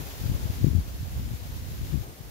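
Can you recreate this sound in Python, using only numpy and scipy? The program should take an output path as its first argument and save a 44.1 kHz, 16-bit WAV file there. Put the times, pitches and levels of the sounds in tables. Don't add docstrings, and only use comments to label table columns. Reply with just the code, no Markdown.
import sys
import numpy as np
from scipy import signal
from scipy.fft import rfft, irfft
from scipy.io import wavfile
from scipy.ndimage import uniform_filter1d

SR = 44100
rng = np.random.default_rng(int(sys.argv[2]) if len(sys.argv) > 2 else 0)


def master_out(mix):
    frames = np.transpose(np.atleast_2d(mix))
    ceiling = np.clip(frames, -1, 1)
    pcm = np.round(ceiling * 32767).astype(np.int16)
    wavfile.write(sys.argv[1], SR, pcm)


def level_to_linear(level):
    exponent = np.asarray(level, float) / 20
    return 10 ** exponent


N = 101429


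def rms_one(x):
    return x / np.sqrt(np.mean(x ** 2, axis=-1, keepdims=True) + 1e-20)


def coloured(points, channels=2):
    hz = np.maximum(np.arange(N // 2 + 1) * SR / N, 1)
    point_hz, point_db = np.transpose(points)
    shape = level_to_linear(np.interp(np.log(hz), np.log(point_hz), point_db))
    shape = shape * np.minimum(hz / point_hz[0], 1) ** 2
    noise = rng.standard_normal((channels, N))
    return rms_one(irfft(rfft(noise) * shape, N))


def drift(rate):
    hop = 40
    r = np.exp(-2 * hop * np.pi * rate / SR)
    slow = signal.lfilter([1], [1, -2 * r, r * r], rng.standard_normal(N // hop + 2002))
    slow = slow[2000:]
    return np.interp(np.arange(N) / hop, np.arange(len(slow)), rms_one(slow - slow.mean()))


def evened(x):
    evenness = 0.29
    power = uniform_filter1d(x ** 2, size=1500, axis=-1)
    return rms_one(x / (power + .05) ** (evenness / 2))


def recorder_hiss():
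    # pitch in Hz, strength in dB per Hz.
    hiss_colour = [(300, -15.5), (1500, 1.5), (6300, -2), (8300, -7), (10500, -5), (12000, -0.5),
                   (14000, -3.5), (15700, -2.5)]
    return level_to_linear(-50.5) * coloured(hiss_colour)


def whir():
    # pitch in Hz, strength in dB per Hz.
    left_colour = [(400, 2.5), (1500, -0.5), (3800, 0.5), (6000, -3), (7200, -1.5), (8500, -18.5),
                   (11000, -17), (15800, -12)]
    right_colour = [(400, -5.5), (3500, -6), (7200, -5), (8500, -13.5), (10500, -1), (11900, 2.5),
                    (13200, 0), (15700, 1.4)]
    stop_s, fade_s, flutter_db = 2.05, 0.0053, 1.21
    port_db = np.array([[-50], [-48.5]])
    since_stop = np.arange(N) / SR - stop_s
    on = 1 / (1 + np.exp(np.clip(since_stop / fade_s * 2, -50, 50)))
    pair = np.vstack([coloured(left_colour, channels=1), coloured(right_colour, channels=1)])
    return pair * on * level_to_linear(port_db + flutter_db * drift(13.0))


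def leaves():
    # pitch in Hz, strength in dB per Hz.
    leaf_colour = [(60, -14), (150, -6), (300, -2.5), (500, -5.5), (800, -8.5), (1300, -15), (2500, -39.5),
                   (6000, -27)]
    loudness_db, sway_db, pan_db = -51, 2.14, -0.1
    alike = 0.89
    lag = 15
    shared, left, right = coloured(leaf_colour, channels=3)
    common = np.array([shared, np.roll(shared, lag)])
    scattered = np.array([left, right])
    pair = np.sqrt(alike) * common + np.sqrt(1 - alike) * scattered
    sway = 0.13 * drift(4.5) + 0.77 * drift(14.0)
    balance = level_to_linear(pan_db * np.array([[1], [-1]]))
    return pair * level_to_linear(loudness_db + sway_db * sway) * balance


def eddies(rows):
    length = 0.76
    out = np.zeros(N)
    phases = rng.uniform(0, 2 * np.pi, (len(rows), 2))
    for (s, db, hz), (phase, other) in zip(rows, phases):
        i = np.arange(max(int((s - .05) * SR), 0), min(int((s + .05) * SR), N))
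        turn = (i / SR - s) * hz
        angle = 2 * np.pi * turn
        swing = np.exp(-(turn / length) ** 2) * np.cos(angle + phase)
        edge = level_to_linear(-10 + 0.18 * (db + 22)) * np.exp(-(turn * 2 / length) ** 2)
        edge = edge * np.cos(2.06 * angle + phase + .15 * (other - np.pi))
        snap = level_to_linear(-42.5 + 1.55 * (db + 25.5)) * np.exp(-(turn * 4.7 / length) ** 2)
        snap = snap * np.cos(3.24 * angle + phase)
        out[i] += level_to_linear(db) * (swing + edge + snap)
    return out


def port_wind():
    # time in seconds, left level in dB, right level in dB.
    gust_levels = [(0, -32.5, -37), (.18, -43, -40), (.26, -28, -38), (.36, -32, -33), (.40, -36, -35),
                   (.55, -37, -35), (.63, -24, -36), (.7, -27, -42), (.78, -28.5, -32.5), (.83, -37, -36),
                   (1.12, -38, -35.5), (1.25, -32.5, -35), (1.4, -37, -38.5), (1.9, -35, -35),
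                   (1.95, -28.5, -44), (2.04, -43, -41), (2.18, -49, -54), (2.23, -41.5, -44)]
    # pitch in Hz, strength in dB per Hz.
    low_colour = [(20, -40), (40, -1), (60, 5), (100, -6.5), (150, -5.5), (220, -21), (350, -24.5),
                  (600, -77)]
    bright_colour = [(50, -27), (100, -19), (160, -6.5), (250, -1), (400, -15.5), (700, -35), (1200, -92)]
    # time in seconds, peak in dB, pitch in Hz.
    left_eddies = [(.217, -22.5, 97), (.24, -22.5, 120), (.259, -16.5, 84), (.299, -14.5, 103),
                   (.318, -19.5, 119), (.353, -18.5, 68), (.381, -35, 70.5), (.432, -21.5, 86),
                   (.457, -17.5, 90.4), (.502, -16, 92), (.924, -31, 84), (1.014, -26, 106),
                   (1.032, -26, 103), (1.171, -30, 95), (1.197, -23, 94), (1.262, -23.5, 116),
                   (1.281, -26, 124), (1.315, -23, 101), (1.345, -24.5, 69), (1.425, -26, 91.5),
                   (1.503, -28, 92), (1.624, -26.5, 83), (1.686, -33, 84), (1.715, -31.5, 97),
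                   (1.814, -23.5, 115), (1.835, -22, 69), (2.1, -34.5, 91), (2.21, -28, 101),
                   (2.28, -37, 91)]
    right_eddies = [(0.284, -25, 82), (0.306, -24, 84), (0.336, -25, 81), (0.442, -25, 72),
                    (0.491, -28, 73), (0.535, -26, 91), (0.566, -26, 108), (0.616, -22, 101),
                    (0.644, -23, 78), (0.733, -26, 73), (0.809, -24, 76), (0.88, -26, 117),
                    (0.946, -25, 84), (1.006, -23, 79), (1.031, -23, 100), (1.059, -24, 74),
                    (1.136, -25, 82), (1.166, -24, 72), (1.182, -24, 73), (1.222, -28, 97),
                    (1.337, -25, 123), (1.457, -25, 86), (1.526, -25, 68), (1.567, -22, 89),
                    (1.599, -28, 65), (1.666, -25, 81), (1.688, -27, 91), (1.763, -27, 78),
                    (1.806, -29, 93), (1.843, -27, 89)]
    buffets = [(.595, -42, 108), (0.627, -15, 87), (.645, -6.5, 126), (.669, -12.5, 142),
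               (0.684, -14.5, 125), (.713, -18.5, 71), (.734, -17, 146), (0.751, -11.5, 99),
               (0.764, -12.5, 69), (0.787, -13, 82), (1.931, -20.5, 124), (1.943, -16.5, 139),
               (1.958, -19, 138), (1.976, -20, 110), (1.993, -22, 76.5), (2.012, -23, 99)]
    lumps_db, right_trim_db = 2, -1.5
    s, *sides = np.transpose(gust_levels)
    t = np.arange(N) / SR
    gust = np.array([np.interp(t, s, db) + lumps_db * drift(10.7) for db in sides])
    low = level_to_linear(gust) * evened(coloured(low_colour))
    bright_db = -14.5 + gust + 0.67 * (gust + 32.5)
    bright = level_to_linear(bright_db) * evened(coloured(bright_colour))
    left = eddies([*left_eddies, *buffets])
    right = level_to_linear(right_trim_db) * eddies(right_eddies)
    return low + bright + np.array([left, right])


def scene():
    # time in seconds, gain in dB.
    gain_steps = [
        (0, 4.5),
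        (.1, 3.5),
        (.4, 3.5),
        (.45, 3.5),
        (.63, 3),
        (.65, 1.5),
        (.72, 0.5),
        (1.6, 0.5),
        (2.0, 0.3),
        (2.3, 0.4),
    ]
    s, db = np.transpose(gain_steps)
    gain = level_to_linear(np.interp(np.arange(N) / SR, s, db))
    steady = recorder_hiss() + whir() + leaves()
    return gain * steady + port_wind()


def band_limit(x):
    return signal.sosfilt(signal.butter(12, 15890, fs=SR, output="sos"), x)


def record(dry):
    low_cut = signal.butter(2, 30.0, "high", fs=SR, output="sos")
    top_cut = signal.ellip(14, .3, 70, 15745, fs=SR, output="sos")
    mix = signal.sosfilt(top_cut, signal.sosfilt(low_cut, dry))
    return band_limit(mix)


dry = scene()
out = record(dry)
master_out(out)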